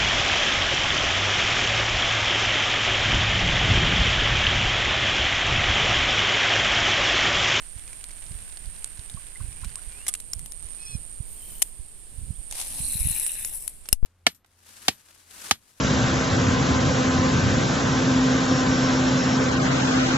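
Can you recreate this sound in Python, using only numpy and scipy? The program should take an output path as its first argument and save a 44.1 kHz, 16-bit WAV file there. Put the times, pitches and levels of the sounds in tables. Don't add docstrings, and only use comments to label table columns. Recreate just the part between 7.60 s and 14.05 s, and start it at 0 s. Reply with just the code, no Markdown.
import sys
import numpy as np
from scipy import signal
from scipy.fft import rfft, irfft, next_fast_len
from scipy.io import wavfile
from scipy.ndimage import uniform_filter1d

SR = 44100
rng = np.random.default_rng(int(sys.argv[2]) if len(sys.argv) > 2 else 0)


def output_pcm(signal):
    pcm = np.clip(np.atleast_2d(signal).T, -1, 1) * 32767
    wavfile.write(sys.argv[1], SR, np.round(pcm).astype(np.int16))


N = 284445
TIME = np.arange(N) / SR

# [f/Hz, left level/dB, right level/dB]
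AIR_COLOUR = [(26.6, -64.5, -57.5), (71.5, -79, -73.5), (200, -85, -90), (497, -91, -90),
              (1300, -97.5, -98.5), (2700, -95.5, -95.5), (5500, -99, -98), (6120, -103, -101),
              (7230, -97, -90.5), (8900, -85.5, -77.5), (10750, -86.5, -92.5), (11770, -93.5, -104),
              (14000, -102, -104)]
# [t/s, push peak level/dB, push half width/ms, rumble level/dB, rumble rise and fall/s]
PUFFS = [(0.165, -25, 3.2, -56, 0.05), (0.713, -24, 2.5, -54, 0.05), (0.757, -22, 5, -45, 0.14),
         (1.077, -21, 6, -47, 0.08), (1.395, -26, 3, -50, 0.05), (1.548, -21, 2.2, -46, 0.06),
         (1.814, -17.5, 2.9, -45, 0.05), (1.847, -21, 3.2, -46, 0.06), (1.887, -23, 4.4, -44, 0.13),
         (2.032, -22.5, 4.2, -48, 0.08), (2.073, -21, 4.6, -47.5, 0.14), (2.278, -25, 6.4, -50, 0.06),
         (2.767, -24, 3.5, -48, 0.05), (2.804, -27, 7, -46, 0.12), (3.054, -25, 5, -50, 0.08),
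         (3.354, -15.5, 2, -42, 0.08), (3.607, -17.5, 2.8, -46, 0.08), (4.2, -21.5, 4, -52, 0.04),
         (4.588, -19, 3.7, -43, 0.09), (4.638, -20, 4.5, -37.5, 0.07), (4.708, -15, 2.3, -37, 0.06),
         (4.793, -23, 5.7, -51, 0.05), (5.205, -21, 2, -45, 0.15), (5.357, -19.5, 2, -46, 0.06),
         (5.411, -15.5, 4.7, -43, 0.08), (5.457, -13.5, 2.9, -37, 0.09), (5.471, -19, 1.8, -46, 0.04),
         (5.509, -19, 2.1, -43, 0.12)]
BREEZE_DB = -58
# [peak t/s, rise/s, fall/s, level/dB]
INSECT_BOUTS = [(3.1, 0.25, 0.7, -42), (4.92, 0.2, 1.0, -46)]
INSECT_HZ, GROUP_STROKES_PER_S, INSECT_DB = 8880, 169, -44.5
# [deepest t/s, rise/s, fall/s, insect loss level/dB, air and wind loss level/dB]
ARM_PASSES = [(4.4, 0.45, 0.4, 5.5, 3), (6.25, 0.35, 0.6, 17, 4.5)]

# [peak t/s, rise/s, fall/s, level/dB]
TRILL_SWELL = (3.88, 0.14, 0.18, -60)
TRILL_HZ, TRILL_SAG_HZ_PER_S, TRILL_NOTES_PER_S = 3110, 600, 40
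# [start t/s, length/s, start f/Hz, end f/Hz, level/dB]
CHIRP = (4.738, 0.04, 2900, 3900, -59)
# [peak t/s, rise/s, fall/s, level/dB]
CALL_SWELL = (3.335, 0.155, 0.034, -49.5)
# [t/s, f/Hz]
CALL_PITCH = [(3.2, 852), (3.218, 842), (3.248, 860), (3.27, 812), (3.288, 864), (3.322, 846), (3.352, 820)]
# [f/Hz, level/dB]
THROAT = [(1700, -14), (2500, 0), (3350, -3.5), (4200, -2), (5100, -3.5), (5720, 4), (6050, -10),
          (6800, -13), (8200, -4), (8700, -9)]

# [t/s, starting f/Hz, level/dB]
PLOPS = [(1.571, 1040, -41), (1.756, 1930, -40), (1.802, 1080, -43), (1.809, 1450, -49), (2.033, 1040, -42),
         (2.036, 1370, -42), (2.165, 1090, -46), (2.185, 1380, -48)]
# [peak t/s, rise/s, fall/s, level/dB]
LURE_SWELL = (3.13, 0.22, 0.27, -56)

# [peak t/s, rise/s, fall/s, level/dB]
RUSTLES = [(3.73, 0.08, 0.08, -44.5), (3.95, 0.2, 0.18, -41)]
# [f/Hz, left level/dB, right level/dB]
RUSTLE_COLOUR = [(150, 0, -4), (800, -9, -9.5), (1490, -15, -14), (3100, -11, -9), (4700, -12, -16),
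                 (8400, -9, 0), (10800, 5.5, -5), (12300, -2, -10), (13300, 4.5, -7)]
# [peak t/s, rise/s, fall/s, level/dB]
RUBS = [(4.995, 0.1, 0.08, -40), (5.42, 0.55, 0.81, -32.6), (5.55, 0.1, 0.1, -34), (5.93, 0.2, 0.25, -39)]
# [f/Hz, left level/dB, right level/dB]
RUB_COLOUR = [(260, -28, -24), (850, -19.5, -24), (1360, -35, -30), (1850, -21, -22), (3300, -25, -25),
              (4650, -26, -26), (5400, -15.5, -16.5), (6900, -19, -20), (8150, -10, 0), (9500, -5, -6),
              (10660, 3.5, -9), (13000, -13, -24), (14100, -5, -17)]
# [f/Hz, t60 of one resonator/s]
PORTS = [(10530, 0.0022), (8850, 0.0027)]
# [t/s, peak level/dB]
SNAGS = [(5.371, -13), (5.379, -13), (5.407, -12), (5.4205, -14), (5.4298, -9), (5.4724, -4.5),
         (5.4882, -8), (5.4985, -7), (5.5095, -10), (5.5145, -10), (5.5635, -13), (5.5855, -11),
         (5.598, -9), (5.6775, -12), (5.718, -12)]
# [peak t/s, rise/s, fall/s, level/dB]
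CHATTERS = [(5.285, 0.15, 0.09, -25.3), (5.66, 0.12, 0.13, -29.5)]
# [peak t/s, rise/s, fall/s, level/dB]
SCUFFS = [(5.0, 0.11, 0.1, -38.5), (5.14, 0.12, 0.25, -44)]
# [f/Hz, left level/dB, right level/dB]
BODY_COLOUR = [(200, -14, -21), (400, -11.5, -7.5), (770, -1, 2), (1330, -7.5, -9), (2760, 0, -3.5),
               (5730, -1, 0), (7940, 1, -3), (12000, -27, -17)]
# [peak t/s, rise/s, fall/s, level/dB, f at peak/Hz, glide/Hz per s]
HOLLOWS = [(5.38, 0.28, 0.6, -47, 3970, -400), (5.53, 0.4, 0.45, -48.3, 2650, 100),
           (5.6, 0.35, 0.4, -55, 1880, 0)]
# [peak t/s, rise/s, fall/s, level/dB]
HUM_SWELL = (5.28, 0.33, 0.27, -55)
HUM_HZ, HUM_SAG_HZ_PER_S = 253, 135

# [t/s, blow level/dB]
KNOCKS = [(4.0238, -35.5), (6.288, -31), (6.3283, -11.5)]
# [f/Hz, level/dB, t60/s]
CASE_MODES = [(620, -18, 0.018), (830, -17, 0.016), (2860, -14.5, 0.02), (5240, 3, 0.015),
              (8050, -8, 0.028), (9300, 2, 0.017), (11750, 4, 0.014)]
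# [t/s, pressure step re full scale, leak time/s]
PRESSES = [(6.328, -0.5, 0.011), (6.4287, 0.5, 0.07)]
PRESS_RISE_S, MIC_LOW_CUT_HZ = 0.002, 3
COVER_S, COVER_DB = 6.35, -18

# [t/s, first bounce level/dB, loss per bounce level/dB]
RATTLES = [(2.4817, -22, 1.8), (2.5502, -35, 6)]
BOUNCE_S = 0.0026
# [f/Hz, level/dB, t60/s]
HANDLE_MODES = [(1222, -24, 0.09), (1540, -22, 0.025), (2150, -17, 0.02), (3400, -13, 0.022),
                (5604, -11, 0.022), (6794, -5, 0.02), (8043, -2, 0.02), (8750, -1, 0.013), (9878, 0, 0.02),
                (10600, 1, 0.017), (11250, -3, 0.018)]
# [t/s, onset level/dB, decay/ms,
# left-right level/dB, body level re onset/dB, f of the touched part/Hz, level of its ring/dB]
CLICKS = [(0.278, -41, 1.5, -2, 3, 2500, -40), (0.331, -37, 2, -1, -7, 2300, -37),
          (0.441, -29.5, 1.2, -6, -2, 4200, -32), (0.972, -39, 2, -7, 2, 4400, -40),
          (1.2441, -21, 1.5, -5, -19, 7900, -22), (1.394, -44, 2, 0, 5, 3700, -42),
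          (1.498, -36, 1.8, 3, -3, 3700, -35), (2.046, -35, 2.5, -3, -6, 2400, -36),
          (2.1567, -28, 1.2, -3, -12, 8550, -18), (2.4664, -26, 1.7, -4, -9, 2050, -29),
          (2.470, -31, 2, 2, -4, 6300, -34), (2.4815, -19, 3, 2, -15, 10600, -18),
          (2.4864, -28, 7, -5, -5, 3400, -30), (2.5392, -17, 2.1, -4, -22, 7900, -16),
          (2.5505, -29, 2.5, -1, -5, 2750, -29), (2.6014, -30, 2.3, -1, -16, 4100, -39),
          (2.7338, -24, 2.3, 4, -20, 5400, -19), (2.7346, -30, 1.5, 4, -20, 7200, -20),
          (2.7933, -33.5, 1.9, 4, -10, 8850, -27), (2.8601, -31, 2.5, 12, -14, 3200, -42),
          (2.9208, -30, 2.2, 14, -14, 5400, -40), (4.0198, -5.5, 1.4, 24, -26, 3100, -20),
          (4.0234, -9, 1.9, 0, -20, 8800, -10), (4.026, -14, 1.2, 6, -22, 3500, -26),
          (4.9116, -27, 1.6, 3, -6, 6300, -34), (4.925, -30, 2.4, 8, -3, 900, -33),
          (5.014, -26, 3, 3, -3, 6300, -28), (5.665, -22, 1, 0, -30, 8750, -15),
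          (5.8485, -19, 1.2, -4, -30, 7200, -18), (6.0786, -21, 2.3, 13, -21, 11000, -22),
          (6.256, -52, 7, 3, 7, 1450, -44), (6.2878, -23, 2.3, 5, -16, 2800, -28),
          (6.328, -1.5, 1.6, 9.5, -13, 2860, -17)]
# [f/Hz, left level/dB, right level/dB]
CLICK_COLOUR = [(300, -41, -25), (900, -28, -33), (1600, -33, -16), (3100, -19.5, -9), (4360, -19.5, -11),
                (6020, -9, -12), (8780, -9.5, 7.5), (10470, 5, -12), (13440, -15, -29), (14200, -12, -23)]
# [f/Hz, level/dB, t60/s]
CLICK_MODES = [(2280, -21, 0.011), (3107, -20, 0.011), (4020, -22, 0.009), (5540, -17, 0.01),
               (6800, -19, 0.0067), (8790, -6, 0.01), (11200, -12, 0.0054)]
FAINT_TICKS_PER_S, FAINT_TICK_DB, FAINT_TICK_MS, FAINT_BODY_DB = 5, -44, 2.2, -1
# [f/Hz, left level/dB, right level/dB]
WHIRR_COLOUR = [(300, -17, -20), (700, -5.5, -10.5), (1300, -7, -9.5), (1520, -5, -1.5), (2600, -5, -3),
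                (3520, -7.5, -6), (4500, -9, -9), (6450, -10, -11), (8600, -19, 3), (9800, -17.5, 1.5),
                (11000, -9, -20), (12300, -20, -10), (14000, -18, -18)]
# [slowest t/s, speed-up time/s, slowest f/Hz, fastest f/Hz, level/dB]
HANDLE_PUSHES = [(1.94, 0.22, 2290, 3150, -60), (2.325, 0.15, 2370, 2950, -54.5)]
CRANK_STOP_S, CRANK_RUN_DOWN_S = 2.57, 0.12
CUTOFF_HZ = 14400


def from_db(db):
    return 10 ** (np.asarray(db) / 20)


def rms_one(x):
    return x / np.sqrt(np.mean(x ** 2) + 1e-20)


def panned(pan_db):
    gains = from_db([[pan_db / 2], [-pan_db / 2]])
    return rms_one(gains)


def drift(rate):
    step = 40
    pole = np.exp(-2 * np.pi * rate * step / SR)
    settle = 2000
    noise = rng.standard_normal(N // step + settle + 2)
    slow = signal.lfilter([1], [1, -2 * pole, pole * pole], noise)[settle:]
    return np.interp(np.arange(N) / step, np.arange(len(slow)), rms_one(slow))


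def tone(hz):
    return np.sin(2 * np.pi * np.cumsum(hz) / SR)


def ring(blows, hz, t60):
    radius, angle = from_db(-60 / (t60 * SR)), 2 * np.pi * hz / SR
    feedback = [1, -2 * radius * np.cos(angle), radius * radius]
    return signal.lfilter([0, np.sin(angle)], feedback, blows + 1e-18)


def port_ping(x, hz, t60):
    return ring(ring(x, hz, t60), hz, t60)


def stereo_noise(shared):
    shared = np.clip(shared, 0, 1)
    common = np.sqrt(shared) * rng.standard_normal(N)
    return common + np.sqrt(1 - shared) * rng.standard_normal((2, N))


def coloured(x, spectrum):
    hz, *sides = np.transpose(spectrum)
    size = next_fast_len(N)
    log_hz = np.log(np.fft.rfftfreq(size, 1 / SR) + 1)
    gain = from_db([np.interp(log_hz, np.log(hz), side) for side in sides])
    return rms_one(irfft(rfft(x, size) * gain, size)[:, :N])


def band(x, low_hz, high_hz):
    return signal.sosfilt(signal.butter(2, [low_hz, high_hz], "band", fs=SR, output="sos"), x)


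def shifting(x, depth_db, rate, count=16):
    size = next_fast_len(N)
    log_hz = np.log(np.fft.rfftfreq(size, 1 / SR) + 1)
    place = np.interp(log_hz, np.log([700, 14000]), [0, count - 1])
    whole = rfft(x, size)
    total = 0
    for k in range(count):
        overlap = np.clip(1 - abs(place - k), 0, 1)
        part = irfft(whole * overlap, size)[:, :N]
        total = total + part * from_db(depth_db * drift(rate))
    return rms_one(total)


def swell(peak_s, rise_s, fall_s):
    away = np.maximum((peak_s - TIME) / rise_s, (TIME - peak_s) / fall_s)
    return np.sin(np.pi / 2 * np.clip(1 - away, 0, 1))


def swells(rows, taper=1):
    return np.sqrt(sum((from_db(db) * swell(*timing) ** taper) ** 2 for *timing, db in rows))


def air(level_db=-41.5, waver_db=0.8):
    return from_db(level_db + waver_db * drift(2.84)) * coloured(stereo_noise(shared=0.1), AIR_COLOUR)


def wind(push_db=-3, pan_db=-22):
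    turbulence = signal.lfilter([1], [1, -.99], rng.standard_normal(N)) * from_db(2 * drift(12))
    gusts = swells([(s, spread_s, spread_s, rumble_db) for s, _, _, rumble_db, spread_s in PUFFS])
    out = np.hypot(from_db(BREEZE_DB), gusts) * rms_one(band(turbulence, 21.5, 159))
    for s, db, width_ms, _, _ in PUFFS:
        near = slice(max(round(s * SR) - SR // 10, 0), round(s * SR) + SR // 10)
        u = (TIME[near] - s) * 1000 / width_ms
        push = 1.5 * np.exp(-u ** 2) - .5 * np.exp(-(u / 3) ** 2)
        out[near] += from_db(db + push_db) * push
    return out * panned(pan_db)


def insect(level_db, pan_db, pulse_s=0.00098, rasp=0.58):
    strokes, start = np.zeros(N), 0
    counts = rng.choice([4, 4, 4, 5, 7], 300)
    pauses = rng.uniform(1, 1.4, 300)
    for count, pause in zip(counts, pauses):
        at = ((start + np.arange(count)) / GROUP_STROKES_PER_S * SR).astype(int)
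        strokes[at[at < N]] = 1
        start += count + pause
    pulses = signal.fftconvolve(strokes, signal.windows.gaussian(401, pulse_s * SR), "same")
    rasp_noise = rms_one(band(rng.standard_normal(N), 8210, 9470))
    buzz = tone(INSECT_HZ + 90 * drift(151.6)) + rasp * rasp_noise
    effort = np.hypot(from_db(INSECT_DB), swells(INSECT_BOUTS, taper=1.5))
    return from_db(level_db) * effort * rms_one(pulses * buzz) * panned(pan_db)


def trill(note_depth_db=8, uneven_db=3, jitter_hz=70):
    t = TIME - TRILL_SWELL[0]
    notes = from_db(note_depth_db * np.cos(2 * np.pi * TRILL_NOTES_PER_S * t) + uneven_db * drift(30))
    hz = TRILL_HZ - TRILL_SAG_HZ_PER_S * t + jitter_hz * drift(150)
    return swells([TRILL_SWELL]) * notes * tone(hz)


def chirp():
    s, length_s, start_hz, end_hz, db = CHIRP
    half_s = length_s / 2
    hz = np.interp(TIME, [s, s + length_s], [start_hz, end_hz])
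    return swells([(s + half_s, half_s, half_s, db)]) * tone(hz)


def nasal_call(flutter_db=3, jitter_hz=6, onset_taper=0.25, taper_per_partial=0.14, lag_s=0.000412):
    hz = np.interp(TIME, *np.transpose(CALL_PITCH)) + jitter_hz * drift(120)
    out = 0
    for k in range(2, 11):
        effort = swells([CALL_SWELL], taper=abs(onset_taper) + abs(taper_per_partial) * (k - 2))
        throat_db = np.interp(k * hz, *np.transpose(THROAT))
        out = out + effort * from_db(throat_db + flutter_db * drift(40)) * tone(k * hz)
    return np.array([out, np.interp(TIME - lag_s, TIME, out)])


def plops(decay_s=0.0036, rise_per_s=8, level_db=-1.5, wobble=0.05):
    out, t, unrest = np.zeros(N), TIME[:SR // 10], 1 + wobble * drift(200)
    envelope = t / decay_s * np.exp(1 - t / decay_s)
    for s, hz, db in PLOPS:
        life = slice(round(s * SR), round(s * SR) + len(t))
        pitch = hz * (1 + rise_per_s * t) * unrest[life]
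        out[life] += from_db(db + level_db) * envelope * tone(pitch)
    return out


def lure(grain_db=3, low_hz=250, high_hz=6500):
    splashes = stereo_noise(shared=0.1) * from_db(grain_db * drift(150))
    return swells([LURE_SWELL]) * rms_one(band(splashes, low_hz, high_hz))


def rustle(grain_db=2):
    return swells(RUSTLES) * from_db(grain_db * drift(200)) * coloured(stereo_noise(shared=0.11), RUSTLE_COLOUR)


def rubbing(hiss_db=3.6, snag_db=-1, snags_per_s=220, slips_per_s=170, uneven_db=0.8):
    effort = swells(RUBS, taper=1.3) * from_db(uneven_db * drift(14))
    grip = from_db(1.5 * drift(45) + 2.3 * drift(450))
    hiss = coloured(stereo_noise(shared=0.27) * grip, RUB_COLOUR)
    out = effort * from_db(hiss_db) * shifting(hiss, depth_db=2.5, rate=16)
    strengths = from_db(3.5 * np.minimum(rng.exponential(1, N), 2.5))
    small = (rng.random(N) < snags_per_s / SR) * strengths
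    out[0] += effort * from_db(snag_db) * rms_one(port_ping(small, *PORTS[0]))
    big = np.zeros(N)
    for s, db in SNAGS:
        big[round(s * SR)] = from_db(db)
    ping_peak = port_ping(1. * (TIME == 0), *PORTS[0]).max()
    out[0] += port_ping(big, *PORTS[0]) / ping_peak
    slip_count = np.floor(np.cumsum(slips_per_s * from_db(8.9 * drift(200))) / SR)
    slips = np.diff(slip_count, prepend=0)
    out[1] += swells(CHATTERS, taper=1.8) * rms_one(port_ping(slips, *PORTS[1]))
    return out + swells(SCUFFS) * coloured(stereo_noise(shared=0.1) * grip, BODY_COLOUR)


def hollows(width_hz=450, wander_hz=90, flutter_db=2.5, grain_db=3):
    out, narrow = 0, signal.butter(2, width_hz / 2, fs=SR, output="sos")
    for s, rise_s, fall_s, db, hz, glide in HOLLOWS:
        centre = hz + glide * (TIME - s) + wander_hz * drift(10)
        noise = signal.sosfilt(narrow, stereo_noise(shared=0.3) + 1j * stereo_noise(shared=0.3))
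        ringing = rms_one(np.real(noise * np.exp(2j * np.pi * np.cumsum(centre) / SR)))
        uneven = from_db(flutter_db * drift(18) + grain_db * drift(150))
        out = out + swells([(s, rise_s, fall_s, db)]) * uneven * ringing
    return out


def skin_hum(rough_db=3):
    hz = HUM_HZ - HUM_SAG_HZ_PER_S * (TIME - HUM_SWELL[0]) + 6 * drift(32)
    return swells([HUM_SWELL], taper=1.5) * from_db(rough_db * drift(30)) * tone(hz)


def knocks(pan_db=2):
    blows = np.zeros(N)
    for s, db in KNOCKS:
        blows[round(s * SR)] = from_db(db)
    return panned(pan_db) * sum(ring(blows, hz, t60) * from_db(db) for hz, db, t60 in CASE_MODES)


def finger(right_db=-28):
    pressure = np.zeros(N)
    for s, step, leak_s in PRESSES:
        t = np.maximum(TIME - s, 0)
        pressure += step * (1 - np.exp(-t / PRESS_RISE_S)) * np.exp(-t / leak_s)
    thump = signal.sosfilt(signal.butter(1, MIC_LOW_CUT_HZ, "high", fs=SR, output="sos"), pressure)
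    return np.array([thump, from_db(right_db) * thump])


def rattle(pan_db=2, count=6):
    bounces = []
    for s, db, loss_db in RATTLES:
        for k in range(count):
            bounces.append((s + BOUNCE_S * (k + rng.uniform(0, .3)), db - loss_db * k))
    s, db = np.transpose(bounces)
    out = np.zeros((2, N))
    for hz, mode_db, t60 in HANDLE_MODES:
        blows = np.zeros((2, N))
        strengths = from_db(db + mode_db + rng.normal(0, 2, (2, len(s))))
        blows[:, (s * SR).astype(int)] = strengths * rng.choice([-1, 1], (2, len(s)))
        out += ring(blows, hz, t60)
    return out * panned(pan_db)


def faint_ticks(low_hz=2200, high_hz=5000):
    chances, pitches = rng.random(N), rng.uniform(low_hz, high_hz, N)
    born = (chances < FAINT_TICKS_PER_S / SR) & (TIME < CRANK_STOP_S)
    return [(s, FAINT_TICK_DB, FAINT_TICK_MS, -4, FAINT_BODY_DB, hz, FAINT_TICK_DB)
            for s, hz in zip(TIME[born], pitches[born])]


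def clicks(level_db=1, tail_db=-28, tail_ms=10, ring_db=-4, shared=0.12, part_t60=0.012):
    bright, dull, blows, parts = np.zeros((4, 2, N))
    for s, db, decay_ms, pan_db, body_db, part_hz, part_db in CLICKS + faint_ticks():
        at = round(s * SR)
        t = TIME[:min(SR // 10, N - at)]
        life = slice(at, at + len(t))
        ms = t * 1000
        fall = from_db(db) * (np.exp(-ms / decay_ms) + from_db(tail_db) * np.exp(-ms / tail_ms))
        bright[:, life] += fall * panned(pan_db)
        dull[:, life] += fall * from_db(body_db)
        blows[:, at:at + 1] += from_db(db) * panned(pan_db)
        parts[:, life] += from_db(part_db) * panned(pan_db) * ring(1. * (t == 0), part_hz, part_t60)
    contacts = bright * coloured(stereo_noise(shared), CLICK_COLOUR)
    contacts = contacts + dull * coloured(stereo_noise(shared), BODY_COLOUR)
    modes = sum(ring(blows * from_db(db + 2 * drift(30)), hz, t60) for hz, db, t60 in CLICK_MODES)
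    rings = parts + from_db(ring_db) * modes
    rings[1] = np.roll(rings[1], 1)
    return from_db(level_db) * contacts + band(rings, 900, 18000)


def reel(whirr_db=-50.3, uneven_db=0.6, grain_db=3.0, ticks_per_s=70, tick_db=-8):
    teeth = stereo_noise(shared=0.086) * from_db(grain_db * drift(200))
    ticks = (rng.random((2, N)) < ticks_per_s / SR) * rng.standard_normal((2, N))
    cranking = np.clip((CRANK_STOP_S - TIME) / CRANK_RUN_DOWN_S, 0, 1)
    whirr = coloured(teeth + from_db(tick_db) * rms_one(ticks), WHIRR_COLOUR)
    out = from_db(whirr_db + uneven_db * drift(4)) * cranking * whirr
    for s, push_s, slow_hz, fast_hz, db in HANDLE_PUSHES:
        speed = np.sin(np.pi / 2 * (TIME - s) / push_s) ** 2
        effort = swell(s + push_s / 2, push_s, 0.65 * push_s)
        whine_hz = slow_hz + (fast_hz - slow_hz) * speed + 40 * drift(200)
        out = out + from_db(db + 2 * drift(40)) * effort * tone(whine_hz)
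    return out


def scene():
    insects = insect(level_db=0.5, pan_db=-47.5) + insect(level_db=-4, pan_db=-21)
    insects = band(insects, 8460, 9280)
    insect_loss_db = sum(db * swell(*timing) for *timing, db, _ in ARM_PASSES)
    air_loss_db = sum(db * swell(*timing) for *timing, _, db in ARM_PASSES)
    covered = uniform_filter1d(1. * (TIME > COVER_S), size=600)
    outside = from_db(-air_loss_db) * (air() + wind()) + from_db(-insect_loss_db) * insects
    outside = outside + plops() + nasal_call() + trill() + chirp() + lure()
    handling = rustle() + rubbing() + hollows() + skin_hum()
    contacts = clicks() + rattle() + knocks() + finger()
    return outside * from_db(COVER_DB * covered) + reel() + handling + contacts


def record(dry):
    low_pass = signal.ellip(10, .2, 80, CUTOFF_HZ, fs=SR, output="sos")
    return signal.sosfilt(low_pass, np.tanh(dry))


dry = scene()
out = record(dry)
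output_pcm(out)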